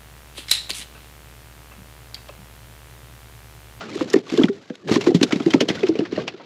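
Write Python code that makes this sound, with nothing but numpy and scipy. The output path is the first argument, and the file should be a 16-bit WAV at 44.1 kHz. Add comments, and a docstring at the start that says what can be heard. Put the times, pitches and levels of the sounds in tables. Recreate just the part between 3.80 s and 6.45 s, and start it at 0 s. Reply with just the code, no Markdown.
"""A freshly caught fish thrashes in a plastic cooler on a small boat's deck, close to the microphone. Its body
thumps the hollow box: swelling sine pushes, each with a boom of low noise; sines ring and knock. Its wet tail
slaps: short noise cracks with a ping; one faint bright click is made the same way, over a low thud made like a
body blow. Ice and plastic bags crunch and rustle under it: clumped grains and pitched ticks. Low-passed noise
is its body rubbing along the box."""
import sys
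import numpy as np
from scipy import signal
from scipy.fft import rfft, irfft
from scipy.io import wavfile
from scipy.ndimage import uniform_filter1d

SR = 44100
rng = np.random.default_rng(int(sys.argv[2]) if len(sys.argv) > 2 else 0)


def pcm_store(signal):
    """Save signal as 16-bit PCM."""
    levels = np.round(np.clip(np.atleast_2d(signal), -1, 1) * 32767)
    wavfile.write(sys.argv[1], SR, levels.astype(np.int16).T)


N = 116865  # samples

# Rubbing of the body along the box. Each row: time in seconds, level in dB.
DRAG_LEVEL = [(0, -41.5), (.15, -34), (0.442, -45), (.78, -43), (.85, -59), (1.02, -51.5), (1.069, -30),
              (1.48, -38.5), (1.93, -32.5), (2.292, -40), (2.41, -30), (2.56, -49)]
# Spectrum of the rubbing. Each row: frequency in Hz, relative gain in dB.
DRAG_SPECTRUM = [(50, -30.5), (100, 2), (330, 6), (450, 1.5), (650, -16.5), (10000, -100)]

# Rustle of ice and bags. 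Each row: time in seconds, level in dB.
RUSTLE_LEVEL = [(0, -43), (.23, -37.5), (.27, -44.5), (.32, -37), (.39, -41.5), (.42, -56.5), (.50, -34.5),
                (.66, -37), (.71, -50.5), (1.069, -55), (1.078, -34.5), (1.135, -23), (1.20, -40.5),
                (1.28, -30.5), (1.33, -46.5), (1.55, -40), (1.73, -38), (1.86, -47), (1.93, -36.5),
                (2.00, -34.5), (2.10, -47.5), (2.30, -47), (2.39, -34), (2.46, -48), (2.65, -51)]
# Spectrum of the rustle grains. Each row: frequency in Hz, relative gain in dB.
RUSTLE_SPECTRUM = [(200, 9.5), (500, 13.5), (1000, 5.5), (2000, 5.5), (4000, 4.5), (7400, -5.5),
                   (8600, -18.5), (11500, -19), (15500, -42)]
GRAINS_PER_S, GRAIN_SPREAD_DB = 5000, 2.5
CLUMP_DB, CLUMP_S = 5, 0.0065  # limit of the level swing either way, time between its random points
TICKS_PER_S, TICK_DB, TICK_DECAY_CYCLES = 170, 2.5, 8.2
TICK_LOW_HZ, TICK_HIGH_HZ = 1086, 4500

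# Hard knocks on a small patch of plastic or ice. Each row: start in seconds, relative level in dB, pitch in Hz.
KNOCKS = [(0.338, -14, 1824), (.338, -26, 642), (.575, -26.5, 1110), (.589, -25, 1600),
          (0.614, -26.5, 1294), (0.635, -8.5, 3310), (0.639, -17, 2020), (0.683, -25, 1430),
          (1.159, -17, 1040), (1.307, -25, 755), (2.034, -20, 2510), (2.376, -17.5, 615)]
KNOCK_RISE_CYCLES, KNOCK_T60_CYCLES = 2.1, 33.5  # higher knocks die sooner

# Blows that leave the box wall ringing. Each row: start in seconds, relative level in dB, pitch in Hz.
WALL_RINGS = [(.211, -22, 513), (0.696, -15.5, 397), (.901, -33.5, 496), (1.172, -15.5, 406),
              (1.35, -11, 173), (1.67, -13.5, 319.4), (2.108, -15.5, 329)]
WALL_RISE_S, WALL_T60_S = 0.004, 0.11

# Wet slaps and, at 0.155 s, a faint bright click. Each row: onset in seconds, relative level in dB,
# ring pitch in Hz, decay in seconds.
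SLAPS_AND_CLICK = [(.006, -31, 1412, 0.032), (0.155, -40, 8330, 0.0023), (.209, -22.5, 1055, 0.0053),
                   (.300, -30.5, 5350, 0.0053), (0.333, -22, 7040, 0.0041), (0.338, -18.5, 2540, 0.0025),
                   (.357, -29.5, 2090, 0.012), (0.5745, -23.5, 3440, 0.0045), (0.6355, -21.5, 2390, 0.0062),
                   (.685, -28, 1860, 0.0044), (0.899, -36, 1650, 0.0064), (.954, -35, 3270, 0.0022),
                   (1.088, -22, 710, 0.0079), (1.116, -20, 2460, 0.0047), (1.131, -27, 4200, 0.0022),
                   (1.158, -16.5, 1830, 0.0035), (1.21, -24, 2680, 0.009), (1.267, -17, 1065, 0.0059),
                   (1.346, -22.5, 3666, .012), (1.412, -22.5, 2160, 0.0046), (1.429, -10.5, 3547, 0.0064),
                   (1.508, -26.5, 1383, 0.014), (1.523, -18, 2237, 0.0094), (1.558, -27.5, 2170, 0.0055),
                   (1.600, -27, 1285, 0.0057), (1.661, -25.5, 2040, 0.0024), (1.705, -24, 3140, 0.01),
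                   (1.736, -15, 2244, 0.0063), (1.806, -14.5, 2886, 0.0091), (1.886, -16, 3270, 0.0081),
                   (1.900, -20.5, 2067, 0.0092), (2.031, -26, 2070, 0.0084), (2.066, -30, 2560, 0.015),
                   (2.085, -29.5, 5270, 0.0055), (2.154, -34, 2460, 0.011), (2.189, -27.5, 2870, 0.0059),
                   (2.205, -32.5, 1760, 0.0075), (2.252, -32, 1825, 0.012), (2.321, -32.5, 2090, 0.0077),
                   (2.376, -33, 1530, 0.0051), (2.478, -20, 2590, 0.0082), (2.598, -39.5, 930, 0.022)]
# Slap spectrum before tilt and resonance. Each row: frequency in Hz, relative gain in dB.
SLAP_SPECTRUM = [(250, -9.5), (600, 4.5), (1000, -1), (2300, 0.5), (5500, -4.5), (7400, -12.5),
                 (8600, -23.5), (13000, -31), (15500, -64)]
SLAP_RISE_S = 0.001
SPRAY_DB, SPRAY_DECAY_S = -35.5, 0.012  # wet scatter after the smack
TOUCH_DB, TOUCH_S = -11.5, 0.0025  # wet skin touches ahead of the smack
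RAGGED_DB, RAGGED_S = 1, 0.00255  # uneven contact
TILT_DB_PER_OCT2 = 5  # dB per octave, for each octave of ring pitch above 2500 Hz
POCKET_NOISE_DB, POCKET_WIDTH_OCT, POCKET_PING_DB = 5.5, 0.2, -11  # trapped air

# Body blows on the box, and at 0.156 s a low thud under the faint bright click. Each row: start in seconds,
# relative level in dB, pitch in Hz at the crest, # time to the crest in seconds.
THUMPS = [(0.156, -22, 365, 0.0057), (0.210, -15.5, 316, 0.0069), (0.256, -24.5, 300, 0.0036),
          (0.339, -6, 399, 0.0049), (0.359, -7.5, 345, 0.0048), (0.522, -16.5, 330, 0.0048),
          (0.537, -11.5, 327, 0.0033), (0.576, -8.5, 384, 0.0099), (0.591, -8, 284, 0.0097),
          (0.609, -11, 348, 0.009), (0.638, -5.5, 237, 0.005), (0.686, -17.5, 254, 0.0074),
          (.901, -22.5, 281, 0.0054), (1.089, -17, 416, 0.0075), (1.113, -7, 254, 0.0023),
          (1.16, -5, 278, 0.0051), (1.267, -6, 340, 0.0079), (1.282, -10.5, 366, 0.009),
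          (1.297, -14, 289, 0.0045), (1.314, -14, 370, 0.0059), (1.346, -6, 247, 0.0035),
          (1.413, -8, 280, 0.0038), (1.431, -8, 294, 0.0042), (1.528, -12, 289, 0.0046),
          (1.558, -14, 256, 0.0035), (1.602, -16, 290, 0.0048), (1.662, -7, 325, 0.0069),
          (1.742, -3.5, 282, 0.0049), (1.758, -15, 363, 0.0032), (1.811, -7.5, 384, 0.002),
          (1.824, -14, 315, 0.0069), (1.886, -17, 378, 0.004), (1.903, -12, 217, 0.003),
          (2.03, -10.5, 397.3, 0.011), (2.087, -9, 339, 0.0096), (2.154, -17, 400, 0.0021),
          (2.192, -10, 340, 0.0028), (2.208, -17.5, 341, 0.015), (2.323, -17.5, 342, 0.0061),
          (2.378, -12, 395, 0.003), (2.538, -30, 385, 0.0075)]
SWELL_POWER, SAG = 3.6, 0.099  # steepness of the blow, share by which pitch sinks per swell time
# Boom spectrum of the box for a 320 Hz blow. Each row: frequency in Hz, relative gain in dB.
BOX_SPECTRUM = [(60, -39.5), (110, -13), (165, 0), (300, 2), (420, 6.5), (520, -12.5), (680, -14),
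                (10000, -110)]
BOX_DB, BOX_T60_S, BOX_RISE_S = -5, 0.11, 0.0031
BOOM_FOLLOW = 0.27  # exponent by which the boom follows the blow's pitch

SHADE_FROM_S, SHADE_DB_PER_S, SHADE_HZ = 1.56, -11, 5800
LOW_CUT_HZ, TOP_CUT_HZ, EDGE_HZ = 116, 13200, 15700
CEILING = 0.77  # full scale = 1


def amp(db):
    """Converts dB to an amplitude factor."""
    return 10 ** (np.asarray(db) / 20)


def unit(x):
    """Scales to rms 1."""
    return x / np.sqrt(np.mean(x ** 2) + 1e-20)


def read(points, hz):
    """Reads a spectrum in dB on a log-frequency axis."""
    f, db = np.transpose(points)
    return np.interp(np.log(hz + 1), np.log(f), db)


def colour(x, gain_db):
    """Filters x by a function from Hz to dB; rms 1."""
    hz = np.fft.rfftfreq(len(x), 1 / SR)
    return unit(irfft(rfft(x) * amp(gain_db(hz)), len(x)))


def steady_noise(gain_db, size):
    """Coloured noise with its slow level swings evened out."""
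    x = colour(rng.standard_normal(size), gain_db)
    power = uniform_filter1d(x ** 2, size=400, mode="wrap")
    return x / np.sqrt(power + 1e-9)


def add(mix, start_s, sound):
    """Adds a sound into the mix in place, cut at the end."""
    part = mix[max(round(start_s * SR), 0):][:len(sound)]
    part += sound[:len(part)]


def drag():
    """The body rubs along the box, which answers with a low hollow rumble."""
    level_db = np.interp(np.arange(N) / SR, *np.transpose(DRAG_LEVEL))
    return amp(level_db) * steady_noise(lambda f: read(DRAG_SPECTRUM, f), size=N)


def crackle():
    """Tiny clicks of random sign and strength, louder and softer in clumps, as ice and bags give way."""
    hits = rng.random(N) < GRAINS_PER_S / SR
    signs = rng.choice([-1., 1.], N)
    grains = hits * signs * amp(GRAIN_SPREAD_DB * np.minimum(rng.exponential(1, N), 4))
    swing = np.interp(np.arange(N) / SR / CLUMP_S, np.arange(N), rng.standard_normal(N))
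    return colour(grains * amp(CLUMP_DB * np.tanh(swing)), lambda f: read(RUSTLE_SPECTRUM, f))


def wet_tick(pitch, strength):
    """A small damped resonance; pitch from 0 to 1 spans the tick range in octaves."""
    hz = TICK_LOW_HZ * (TICK_HIGH_HZ / TICK_LOW_HZ) ** pitch
    cycles = hz * np.arange(2048) / SR
    envelope = (1 - np.exp(-cycles)) * np.exp(-cycles / TICK_DECAY_CYCLES)
    return 2 * strength ** 2 * amp(TICK_DB) * envelope * np.sin(2 * np.pi * cycles)


def rustle():
    """Crackles and pitched wet ticks as the fish slides over ice and bags."""
    sound = crackle()
    draws = rng.random((int(TICKS_PER_S * N / SR), 3))
    for k, (when, pitch, strength) in enumerate(draws):
        add(sound, (k + when) / TICKS_PER_S, wet_tick(pitch, strength))
    level_db = np.interp(np.arange(N) / SR, *np.transpose(RUSTLE_LEVEL))
    return amp(level_db) * sound


def ring(level_db, hz, rise_s, t60_s):
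    """One mode swells and dies away freely."""
    t = np.arange(8192) / SR
    envelope = amp(level_db - 60 * t / t60_s) * (1 - np.exp(-t / rise_s))
    return 2 * envelope * np.sin(2 * np.pi * hz * t)


def knock(level_db, hz):
    """A small hard patch rings for a set number of cycles."""
    return ring(level_db, hz, KNOCK_RISE_CYCLES / hz, KNOCK_T60_CYCLES / hz)


def wall_ring(level_db, hz):
    """The box wall rings freely after a blow."""
    return ring(level_db, hz, WALL_RISE_S, WALL_T60_S)


def slap_or_click(level_db, ring_hz, decay_s):
    """A slap: wet skin touches, smacks plastic, traps air that pings, scatters. The same shape, made short and
    high, also gives the faint bright click."""
    t = np.arange(6000) / SR - np.pi * TOUCH_S  # smack starts at 0
    slope_db_per_oct = TILT_DB_PER_OCT2 * np.log2(ring_hz / 2500)

    def gain_db(f):
        octaves = np.log2((f + 1) / ring_hz)
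        tilt = slope_db_per_oct * np.log2(np.clip(f, 1000, 11000) / 2500)
        pocket = POCKET_NOISE_DB * np.exp(-.5 * (octaves / POCKET_WIDTH_OCT) ** 2)
        return read(SLAP_SPECTRUM, f) + tilt + pocket

    after = np.maximum(t - SLAP_RISE_S, 0)
    decay = np.exp(-after / decay_s) + amp(SPRAY_DB) * np.exp(-after / SPRAY_DECAY_S)
    smack = np.clip(t / SLAP_RISE_S, 0, 1) * decay
    touch = amp(TOUCH_DB) * np.exp(-abs(t) / TOUCH_S)
    ragged = np.interp((t - t[0]) / RAGGED_S, np.arange(len(t)), rng.uniform(-1.1, 1, len(t)))
    envelope = amp(RAGGED_DB * ragged) * np.hypot(smack, touch)
    crack = envelope * steady_noise(gain_db, size=len(t))
    ping = amp(POCKET_PING_DB) * smack * np.sqrt(2) * np.sin(2 * np.pi * ring_hz * t)
    return amp(level_db) * (crack + ping)


def thump(level_db, hz, swell_s):
    """The soft body pushes the wall a few deep cycles; the hollow box booms on, deeper for deeper blows."""
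    t = np.arange(8192) / SR
    u = t / swell_s  # crest at 1
    pitch_hz = hz * (1 + SAG * (1 - np.minimum(u, 2)))  # sinks as the body settles
    swell = (u * np.exp(1 - u)) ** SWELL_POWER
    push = swell * np.sqrt(2) * np.sin(2 * np.pi * np.cumsum(pitch_hz) / SR)
    shift = (hz / 320) ** BOOM_FOLLOW
    noise = steady_noise(lambda f: read(BOX_SPECTRUM, f / shift), size=len(t))
    boom = noise * (1 - np.exp(-t / BOX_RISE_S)) * amp(BOX_DB - 60 * t / BOX_T60_S)
    return amp(level_db) * (push + boom)


def shaded(x):
    """The top of the treble fades towards the end."""
    hz = np.fft.rfftfreq(N, 1 / SR)
    top = irfft(rfft(x) * (1 - 1 / (1 + (hz / SHADE_HZ) ** 8)), N)
    fade_db = SHADE_DB_PER_S * np.maximum(np.arange(N) / SR - SHADE_FROM_S, 0)
    return x - top * (1 - amp(fade_db))


def scene():
    """All sounds at one close microphone."""
    mix = drag() + rustle()
    for start_s, *row in KNOCKS:
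        add(mix, start_s, knock(*row))
    for start_s, *row in WALL_RINGS:
        add(mix, start_s, wall_ring(*row))
    for onset_s, *row in SLAPS_AND_CLICK:
        add(mix, onset_s - np.pi * TOUCH_S, slap_or_click(*row))
    for start_s, *row in THUMPS:
        add(mix, start_s, thump(*row))
    return shaded(mix)[None]


def record(dry):
    """Deep bass and top treble roll off; peaks are rounded; then a steep band limit."""
    x = signal.sosfilt(signal.butter(2, LOW_CUT_HZ, "highpass", fs=SR, output="sos"), dry)
    x = signal.sosfilt(signal.butter(2, TOP_CUT_HZ, fs=SR, output="sos"), x)
    x = x / (1 + (x / CEILING) ** 6) ** (1 / 6)
    band_limit = signal.firwin(511, EDGE_HZ, window=("kaiser", 9), fs=SR)
    return signal.oaconvolve(x, band_limit[None], "same")


dry = scene()
out = record(dry)
pcm_store(out)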